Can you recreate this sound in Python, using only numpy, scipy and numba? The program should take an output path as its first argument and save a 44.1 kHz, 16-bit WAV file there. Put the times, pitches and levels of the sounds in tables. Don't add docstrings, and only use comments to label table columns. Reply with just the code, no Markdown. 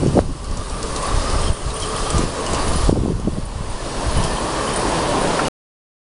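import sys
import numpy as np
from scipy import signal
from scipy.fft import rfft, irfft
from scipy.io import wavfile
from scipy.ndimage import uniform_filter1d
from numba import njit

SR = 44100
rng = np.random.default_rng(int(sys.argv[2]) if len(sys.argv) > 2 else 0)


def ratio_of_db(decibels):
    return 10 ** (np.asarray(decibels, float) / 20)


def wav_record(signal):
    frames = np.transpose(np.atleast_2d(signal))
    bounded = np.clip(frames, -1, 1)
    quanta = np.round(bounded * 32767).astype(np.int16)
    wavfile.write(sys.argv[1], SR, quanta)


N = 269449
T = np.arange(N) / SR


def unit_rms(x):
    return x / np.sqrt(np.mean(x ** 2))


@njit
def svf(x, hz, width):
    y, b, l = np.empty(len(x)), 0., 0.
    for i in range(len(x)):
        g, k = np.tan(np.pi * hz[i] / SR), width / hz[i]
        v = (b + g * (x[i] - l)) / (1 + g * (g + k))
        b, l, y[i] = 2 * v - b, l + 2 * g * v, k * v
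    return y


def walk(rate):
    k = int(SR / rate)
    held = np.repeat(rng.standard_normal(N // k + 1), k)
    x = uniform_filter1d(uniform_filter1d(held, k), k)[:N]
    return x / x.std()


def resonance(hz, width, drift, x):
    hz = hz * (1 + drift * walk(5.4))
    once = svf(x, hz, 1. * width)
    return unit_rms(svf(once, hz, 1. * width))


def patchy(spectrum, step, patchy_db, rate):
    hz, db = np.transpose(spectrum)
    octave = np.log2(np.maximum(np.fft.rfftfreq(N, 1 / SR), 1))
    whole = rfft(rng.standard_normal(N)) * ratio_of_db(np.interp(octave, np.log2(hz), db, -120, db[-1]))
    out = 0
    for centre in np.arange(np.log2(hz[0]), np.log2(hz[-1]) + .25, step):
        band = irfft(whole * np.clip(1 - abs(octave - centre) / step, 0, 1), N)
        out = out + ratio_of_db(patchy_db * walk(rate)) * band
    return unit_rms(out)


def add(out, s, grain):
    i = int(s * SR)
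    out[i:i + len(grain)] += grain[:N - i]


def steam(steam_db, near):
    # (frequency [Hz], density [dB per Hz])
    hiss_spectrum = [(1200, -32.5), (1900, -6), (2120, -10), (2720, -3), (3050, -3.5), (3600, -4),
                     (4500, -1), (5200, -2), (6000, -5), (7200, -5.5), (8300, -5.5), (10300, -4)]
    hiss = ratio_of_db(0.6 * walk(40) + 3) * patchy(hiss_spectrum, 0.06, 1.4, 22)
    jet_db = -4 - 8 * near
    jet_level = ratio_of_db(jet_db - 1.5 + 1.7 * walk(16))
    jet = jet_level * resonance(9210, 2500, 0.011, rng.standard_normal(N))
    return ratio_of_db(steam_db) * (hiss + jet)


def rolling(steam_db, hum_re_steam_db, near):
    # (frequency [Hz], density [dB per Hz])
    deck_spectrum = [(59, -27.5), (100, -3.0), (188, -4.0), (304, -1.5), (346, -3), (573, -2.0),
                     (723, -5.5), (1040, -3.5), (1280, -11.5), (1860, -17.0), (2200, -27.5), (2860, -50),
                     (4840, -120)][:-2]
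    # (frequency [Hz], width [Hz], level re hum [dB])
    deck_modes = [(425.7, 61, -4.5), (575, 83, -7.5)]
    deck_db = steam_db + 2.5 + 8 * near
    roar_db = steam_db - 5 + 8.5 * near + 0.21 * hum_re_steam_db
    tread = rng.standard_normal((3, N)) * ratio_of_db(0.97 * walk(90))

    deck = ratio_of_db(deck_db + 3) * patchy(deck_spectrum, .3, 1.1, 30)
    hum_hz = 1153 - 20.8 * T
    hum = resonance(hum_hz, 166, 0.033, tread[0])
    for hz, width, db in deck_modes:
        hum += ratio_of_db(db) * resonance(hz, width, 0.024, tread[0])
    hum += ratio_of_db(-15.5 + 2.4 * walk(3)) * resonance(1464, 260, 0.067, tread[2])
    roar = ratio_of_db(roar_db - 5.0) * resonance(1620, 1400, 0.04, tread[1])
    grind = ratio_of_db(deck_db - 12.0) * resonance(2970, 2400, .03, tread[2])

    span_s, span_width_s = 5.23, .09
    span_db = -27 - 6.5 * ((T - span_s) / span_width_s) ** 2
    drum = ratio_of_db(span_db) * resonance(540, 260, 0.083, tread[1])
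    return drum + deck + ratio_of_db(steam_db + hum_re_steam_db - 6.0) * hum + roar + grind


def rubbed_modes(events, share, fits_db):
    out = 0
    for start, end, hz, db in events:
        rub = np.clip(np.minimum(T - start, end - T) / .02, 0, 1)
        mode = resonance(hz, share * hz, .006, rng.standard_normal(N))
        mode_rms = np.sqrt(np.average(mode ** 2, weights=rub))
        out = out + rub * ratio_of_db(db + fits_db * walk(40)) * mode / mode_rms
    return out


def flange_squeals():
    # (start [s], end [s], frequency [Hz], level [dB])
    squeal_events = [(1.03, 1.1, 9300, -43), (1.18, 1.25, 4930, -40), (1.23, 1.42, 5120, -41),
                     (1.42, 1.5, 9100, -40), (1.42, 1.5, 3200, -41), (1.51, 1.6, 3150, -46),
                     (1.43, 1.5, 5300, -40), (1.07, 1.12, 3790, -45), (.35, .41, 5210, -56),
                     (1.7, 1.75, 8420, -47), (2.0, 2.15, 3200, -43), (2.62, 2.72, 9670, -45),
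                     (1.33, 1.39, 1510, -41), (1.01, 1.07, 1960, -44), (3.78, 3.85, 1765, -46),
                     (1.74, 1.92, 9250, -44), (1.79, 1.93, 3200, -43), (2.62, 2.87, 10150, -42),
                     (3.9, 4.1, 1790, -48), (4.1, 4.4, 1790, -44), (4.05, 4.5, 9950, -43),
                     (4.13, 4.28, 3000, -41), (4.21, 4.31, 3190, -40), (4.66, 4.77, 3100, -42)]
    return rubbed_modes(squeal_events, .04, 2.5)


def board_booms():
    # (start [s], end [s], frequency [Hz], level [dB])
    boom_events = [(.82, .9, 450, -36), (1.72, 1.79, 430, -36), (1.89, 1.97, 430, -34),
                   (3.97, 4.05, 925, -34), (4.15, 4.24, 905, -33), (4.62, 4.7, 1080, -33),
                   (4.83, 4.9, 300, -26), (4.92, 4.97, 330, -30), (4.95, 5.01, 620, -29),
                   (5.02, 5.09, 1000, -30), (5.09, 5.17, 950, -32), (5.15, 5.21, 420, -27),
                   (5.2, 5.28, 600, -27), (5.25, 5.31, 490, -28), (5.33, 5.41, 580, -31),
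                   (5.42, 5.48, 900, -31)]
    return rubbed_modes(boom_events, 0.1, 1.5)


def taps(events, t60, width, tick):
    out, t = np.zeros(N), np.arange(SR // 8) / SR
    fade = np.exp(-np.log(1000) * t / t60)
    blow = 6 * (np.arange(len(t)) == SR // 1000)
    for s, db, hz in events:
        grit = rng.standard_normal((2, len(t))) * fade + blow
        centre = np.full(len(t), 1. * hz)
        ring = svf(svf(grit[0], centre, 1. * width), centre, 2. * width)
        ring += tick * svf(grit[1] * fade, np.full(len(t), 7000.), 8800.0)
        ring = ratio_of_db(db) * ring / abs(ring).max()
        add(out, s, ring)
        add(out, s + 0.0027, ratio_of_db(-6.5) * ring)
        add(out, s + 0.01, ratio_of_db(-10.0) * ring)
    return out


def bright_ticks():
    # (time [s], peak [dB], frequency [Hz])
    tick_events = [(.0697, -20, 5040), (.196, -34, 4910), (.3172, -31.5, 5130), (.4434, -22.5, 4750),
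                   (.5117, -22, 5090), (.5716, -18.5, 7000), (.6973, -19, 5000), (.828, -14.5, 5400),
                   (.9617, -13, 4570), (1.026, -21.5, 4520), (1.2994, -16, 4600), (1.705, -22, 8430),
                   (1.799, -20, 6240), (1.8208, -17, 5140), (1.833, -18.5, 4610), (1.9629, -34.5, 4780),
                   (2.1027, -7.5, 7900), (2.1808, -12.5, 7460), (2.464, -11.5, 7500),
                   (2.5337, -10.5, 7050), (2.5457, -12, 4740), (2.6818, -17, 8490), (2.734, -16, 4730),
                   (3.0614, -37, 4500), (3.1994, -27, 8600), (4.2383, -13.5, 5070)]
    return taps(tick_events, 0.05, 2000, 1.0)


def rod_chinks():
    # (time [s], peak [dB], frequency [Hz])
    chink_events = [(.7642, -32, 9350), (1.0256, -26, 9600), (1.0645, -22, 9700), (1.4142, -26, 8820),
                    (1.5304, -25, 9200), (1.7394, -23.5, 9200), (1.7644, -25, 9150), (1.8003, -23, 9330),
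                    (1.8572, -26, 8950), (1.8866, -25, 9140), (1.9629, -23, 9250), (2.4074, -27, 9100),
                    (2.7596, -20, 9520), (3.4526, -30, 9400), (3.698, -30, 9290), (3.8965, -30, 8700),
                    (4.1724, -22, 9300), (4.2393, -22.5, 9100), (4.7361, -20.5, 9400),
                    (4.7601, -14.5, 9300), (4.7945, -25, 9550), (5.2131, -26, 9670)]
    return taps(chink_events, 0.061, 900, 0.076)


def coupling_clinks():
    # (time [s], peak [dB], frequency [Hz])
    clink_events = [(.071, -30, 2910), (1.4702, -25, 3180), (1.408, -33, 2870), (1.49, -33, 2950),
                    (1.617, -34, 3030), (1.702, -26, 3870), (1.762, -30, 2900), (1.762, -30.5, 3230),
                    (1.962, -34, 3050), (1.8234, -20.5, 3180), (1.834, -26, 3040), (1.8594, -37, 3170),
                    (1.962, -27.5, 3240), (2.0552, -26.5, 3200), (2.1306, -27, 3180), (2.464, -25, 2960),
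                    (2.5446, -22, 2800), (2.8235, -29, 3170), (2.8445, -32, 3430), (3.246, -39, 2960),
                    (4.151, -29, 3060), (4.1724, -30, 3030), (4.228, -25, 3200), (4.2413, -30.5, 2980),
                    (4.28, -28, 3180), (4.3665, -24.5, 3100), (4.3907, -31, 3120), (4.6734, -24.5, 3080),
                    (5.1218, -27, 3000), (5.451, -22.5, 2870)]
    return ratio_of_db(-1.5) * taps(clink_events, 0.065, 140, 0.052)


def sleeper_knocks():
    # (time [s], peak [dB], frequency [Hz])
    knock_events = [
        (4.759, -23, 1900),
        (5.391, -11, 1330),
        (5.391, -21, 1750),
    ]
    return taps(knock_events, 0.037, 300, 0)


def swell(events, column, floor_db, rise, fall):
    levels = []
    for row in events:
        start, length = row[:2]
        climb = np.maximum(rise * (start - T), 0)
        sink = np.maximum(fall * (T - start - length), 0)
        levels.append(row[column] - climb - sink)
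    return np.max(levels, axis=0).clip(floor_db)


def pressure_bumps(falls, rises):
    out, hold = np.zeros(N), np.zeros(N)
    for events, sign in ((falls, -1), (rises, 1)):
        for s, db, ms in events:
            half = int(4 * ms * SR / 1000)
            u = np.arange(-half, half) / (ms * SR / 1000)
            bump = np.cos(2 * u) * np.exp(-(.35 + .12 * ms) * u ** 2)
            add(out, s - 4 * ms / 1000, sign * ratio_of_db(db - .5) * bump)
            add(hold, s - 4 * ms / 1000, .8 * np.exp(-.25 * u ** 2))
    return out, np.minimum(hold, 1)


def rounded(x):
    return 2 * np.tanh(x / 2)


def wind():
    # (time [s], length [s], buffeting [dB], eddies [dB])
    puffs = [(0.0, 0.043, -13.5, -17), (.07, 0.018, -30, -12), (.12, .02, -31, -15.5),
             (.15, 0.017, -30, -11), (.19, 0.01, -16, -20), (.28, 0.039, -16, -23), (.49, 0.017, -16, -29),
             (.58, 0.017, -22, -25), (.72, 0.017, -16.5, -38), (.84, 0.087, -22.5, -31),
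             (1.13, 0.044, -10.5, -34), (1.25, 0.077, -14, -32), (1.33, 0.078, -14, -24.5),
             (1.45, 0.046, -26, -17), (1.66, 0.012, -19.5, -38), (1.8, 0.025, -23, -38),
             (2.0, 0.1, -23.5, -29), (2.14, 0.11, -14.5, -22), (2.5, 0.1, -21, -27), (2.62, 0.18, -9, -39),
             (2.8, 0.078, -11.5, -43), (2.9, 0.1, -18.5, -17), (3.14, 0.017, -22, -18),
             (3.26, 0.051, -16.5, -18), (3.38, 0.047, -22, -41), (3.6, 0.12, -23, -37),
             (4.07, 0.029, -16, -37), (4.15, 0.12, -6, -28), (4.74, 0.025, -26, -25),
             (4.86, 0.033, -25, -30)]
    # (time [s], length [s], level [dB])
    gusts = [(0.0, 0.026, -27), (.034, 0.023, -16.5), (.063, 0.016, -14), (.148, .012, -29),
             (.165, .02, -11), (.188, 0.0076, -1), (.232, 0.009, -33), (.32, 0.018, -37),
             (2.13, 0.055, -50), (2.238, .004, -28), (2.893, 0.0066, -26), (2.925, 0.015, -19),
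             (2.95, 0.03, -18), (3.0, .02, -26), (3.03, 0.031, -22), (3.08, 0.017, -17), (3.12, 0.037, -24),
             (3.195, .006, -27), (3.272, .012, -12), (3.375, 0.011, -15.5)]
    # (time [s], peak [dB], width
    # [ms])
    sucks = [(.0365, -7, 1.1), (.0829, -8, 1.3), (.1712, -4, .7), (.1765, -9, .45), (.1797, -2, 1.5),
             (.1909, 4, .65), (1.1458, -8, 4.7), (1.1773, -9, 5), (1.3357, -11, 5), (1.3649, -10, 5.4),
             (1.445, -11, 9), (1.4805, -14, 4), (1.5044, -5, 5.5), (2.1477, -9, 2.5), (2.183, -12, 8),
             (2.2063, -10, 1.7), (2.2389, -8, 1.2), (2.7587, -10, 2.1), (2.8932, -2, 1.6), (2.8958, -3, .6),
             (2.9284, -4, 1.1), (3.0158, -9, 4), (3.1001, -10, 2.2), (3.1064, -10, 1), (3.155, -10, 4.5),
             (3.2825, -12, .9), (3.2858, -16, .9), (.0415, -13, 1.3), (.0475, -14, 1.2), (.0625, -10, 1.5),
             (.0758, -12, 2.5), (.1205, -15, 3), (.149, -12, 4), (.1662, -18, .8), (.188, -11, 1),
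             (.2015, -12, 4), (1.667, -13, 4), (2.9125, -10, 4), (2.9425, -15, 3), (2.9555, -15, 1.3),
             (2.983, -13, 3), (3.062, -13, 1.5), (3.074, -17, 5), (3.267, -17, 3), (3.312, -21, 8),
             (3.384, -18, 2.5), (3.5615, -14, 5), (3.624, -17, 9), (3.674, -20, 7), (5.4831, -11, .7),
             (.1693, -11, .8), (2.9722, -16, .8), (2.9758, -15, .9), (3.0585, -17, .6), (3.2758, -15, .7),
             (4.0846, -12, 5), (4.1684, -8, 3.2), (4.2027, -11, 2.8), (4.2511, -11, 2.8)]
    # (time [s], peak [dB], width [ms])
    pushes = [(.0318, -8, 1), (.064, -6, .9), (.1535, -11, .8), (.1553, -13, .9), (.1617, -8, .9),
              (.1722, -6, .9), (.183, -6, .7), (.5959, -13, 6.6), (1.3441, -14, 3), (1.4628, -11, 6),
              (2.1572, -10, 4), (2.1697, -7, 4), (2.1945, -7, 1.4), (2.5391, -11, .7), (2.7671, -15, 3),
              (3.0363, -8, 1.2), (3.0511, -9, 1.6), (3.0605, -12, .7), (3.0819, -7, 1.1),
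              (3.1213, -11, 1.3), (3.2519, -13, 1.8), (3.2745, -7, 1.5), (3.2799, -12, 2),
              (3.2838, -15, 1.2), (.0505, -13, 2.5), (.0665, -11, .8), (.079, -12, 2), (.0862, -11, 2.5),
              (.145, -11, 2.5), (.1935, -8, 1.1), (.1759, -13, .55), (.1774, -12, .5), (.1785, -13, .45),
              (.1868, -10, .8), (.0354, -13, .6), (.158, -13, .8), (3.103, -15, 1.2), (3.1102, -15, 1),
              (.209, -12, 4), (2.8969, -9, .9), (2.9302, -10, 1.5), (2.95, -16, 2.1), (2.9669, -13, 1.1),
              (2.9736, -13, 1), (2.979, -11, .9), (2.9886, -11, 1.5), (3.0209, -15, 1.2),
              (3.0928, -15, 1.7), (3.1406, -14, 3.5), (3.1986, -18, 1), (3.2905, -17, 3.4),
              (3.3767, -18, 1.4), (3.4359, -18, 3.5), (3.597, -21, 4), (3.61, -14, 3), (3.3866, -12, 1.4),
              (4.1493, -16, 3), (4.1892, -11, 2.3)]
    # (time [s], peak [dB], width [ms])
    sags = [(.0233, -14, 3.5), (.0098, -15, 2.4), (.1603, -16, 1), (.1641, -15, 1.1), (.1924, -13, .5),
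            (3.2775, -17, .55), (3.396, -20, 4), (.2609, -16, 5.3), (.3144, -18, 11), (.4713, -19, 8),
            (.73, -17, 10), (.8453, -17, 9), (.9092, -17, 10), (1.2591, -16, 10), (1.3972, -15, 12),
            (2.0249, -17, 12), (2.2301, -17, 10), (2.2646, -18, 12), (2.5316, -16, 5.4), (2.6334, -19, 13),
            (2.6663, -17, 6), (2.7464, -12, 7), (2.7744, -15, 7), (2.7875, -17, 7), (2.8381, -9, 5),
            (2.874, -14, 10), (3.9911, -19, 13), (4.1439, -16, 11), (4.232, -15, 14), (4.2917, -19, 12),
            (4.854, -12, 1.2), (5.1825, -10, 1.2)]
    # (time [s], peak [dB], width [ms])
    heaves = [(.0274, -11, 1.8), (.0161, -17, 1.2), (3.748, -17, 18), (.3285, -18, 9), (.4974, -18, 6.6),
              (1.1339, -15, 8), (1.163, -13, 16), (1.2656, -18, 12), (1.3209, -16, 13), (1.3768, -14, 9),
              (1.4085, -15, 5), (1.4178, -13, 8), (1.5296, -17, 20), (2.0091, -18, 7), (2.0395, -19, 14),
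              (2.0985, -17, 8), (2.2152, -18, 12), (2.2455, -19, 13), (2.5152, -15, 7), (2.6096, -14, 11),
              (2.6491, -17, 5), (2.706, -16, 16), (2.799, -12, 14), (2.8122, -14, 5.3), (2.8451, -12, 10),
              (2.8632, -10, 7.4), (2.8866, -10, 11), (3.9759, -19, 10), (4.0913, -16, 7), (4.1146, -17, 14),
              (4.2152, -16, 15), (4.2694, -18, 11)]
    low_db = swell(puffs, 2, -28, 347, 205.5)
    eddy_db = swell(puffs, 3, -35, 347, 205.5)
    flutter_db = swell(gusts, 2, -80, 1301.5, 1101)

    noise = rng.standard_normal((3, N))
    swings = ratio_of_db(low_db) * rounded(resonance(25, 62.7, 0.19, noise[0] * ratio_of_db(1.0 * walk(18))))
    eddies = ratio_of_db(eddy_db - 3.5) * rounded(resonance(140, 170, .12, noise[1] * ratio_of_db(1.5 * walk(45))))
    flutter = resonance(440, 820, 0.4, noise[2] * ratio_of_db(2.0 * walk(70)))
    flutter = resonance(390, 740, 0.13, flutter)
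    spray_db = -10.5 + 0.1 * flutter_db
    flutter = flutter + ratio_of_db(spray_db) * resonance(752.5, 570, 0.089, noise[2])

    slap, hold = pressure_bumps(sucks, pushes)
    heave, still = pressure_bumps(sags, heaves)
    turbulence = (1 - still) * swings + eddies + ratio_of_db(flutter_db - 6.5) * flutter
    return slap + heave + (1 - hold) * turbulence


def ducking():
    # (time [s], depth [dB], wait [s])
    dips = [
        (-.03, 7.5, 0.23),
        (0.204, 13, 0.12),
        (1.509, 7, 0.091),
        (2.24, 3.5, 0.14),
        (2.907, 10.5, 0.29),
        (3.1, 12, .4),
    ]
    attack_s, climb_db_per_s = 0.047, 17.5
    depths = []
    for s, db, wait in dips:
        onset = np.clip((T - s) / attack_s + .5, 0, 1)
        depths.append(onset * np.clip(db - climb_db_per_s * (T - s - wait), 0, db))
    return -np.max(depths, axis=0)


def scene():
    # (time [s], steam [dB], nearness [0-1], rail hum re steam [dB])
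    passage = [(0.0, -32.5, 0.13, 4), (.5, -33.5, 0.1, 7), (.8, -34.5, 0.2, 9.5), (.86, -33.5, 0, 11.5),
               (1.1, -35, 0.34, 11), (1.4, -34, 0.29, 7.5), (2.0, -33.5, 0.07, 10), (2.55, -33, 0.53, 6),
               (2.9, -34, 0.22, 6), (3.6, -34, 0.52, 6), (3.95, -32, 0.45, -10), (4.25, -35.5, 0.64, 0.5),
               (4.6, -34, 0.62, 9), (4.9, -32.5, 0.79, -1), (5.15, -33, 1, -11.5), (5.48, -32.5, 0.92, 6)]
    s, *columns = np.transpose(passage)
    steam_db, near, hum_re_steam_db = [np.interp(T, s, column) for column in columns]
    steam_db = steam_db + ducking()
    train = steam(steam_db, near) + rolling(steam_db, hum_re_steam_db, near)
    train += flange_squeals() + board_booms()
    train += bright_ticks() + rod_chinks() + coupling_clinks() + sleeper_knocks()
    return (train + wind())[None]


def band_limit(x):
    return signal.sosfilt(signal.butter(12, 15700, fs=SR, output="sos"), x)


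def record(dry):
    # (frequency [Hz], gain [dB])
    treble = [(10200, 0), (10600, -8), (11000, -24), (11060, -33), (11370, -44), (11500, -70)]
    end_s = 5.484
    top_db = np.interp(np.fft.rfftfreq(N, 1 / SR), *np.transpose(treble))
    x = irfft(rfft(np.clip(dry, -.89, .89)) * ratio_of_db(top_db), N) + .002
    return band_limit(x * (np.arange(N) < end_s * SR))


dry = scene()
out = record(dry)
wav_record(out)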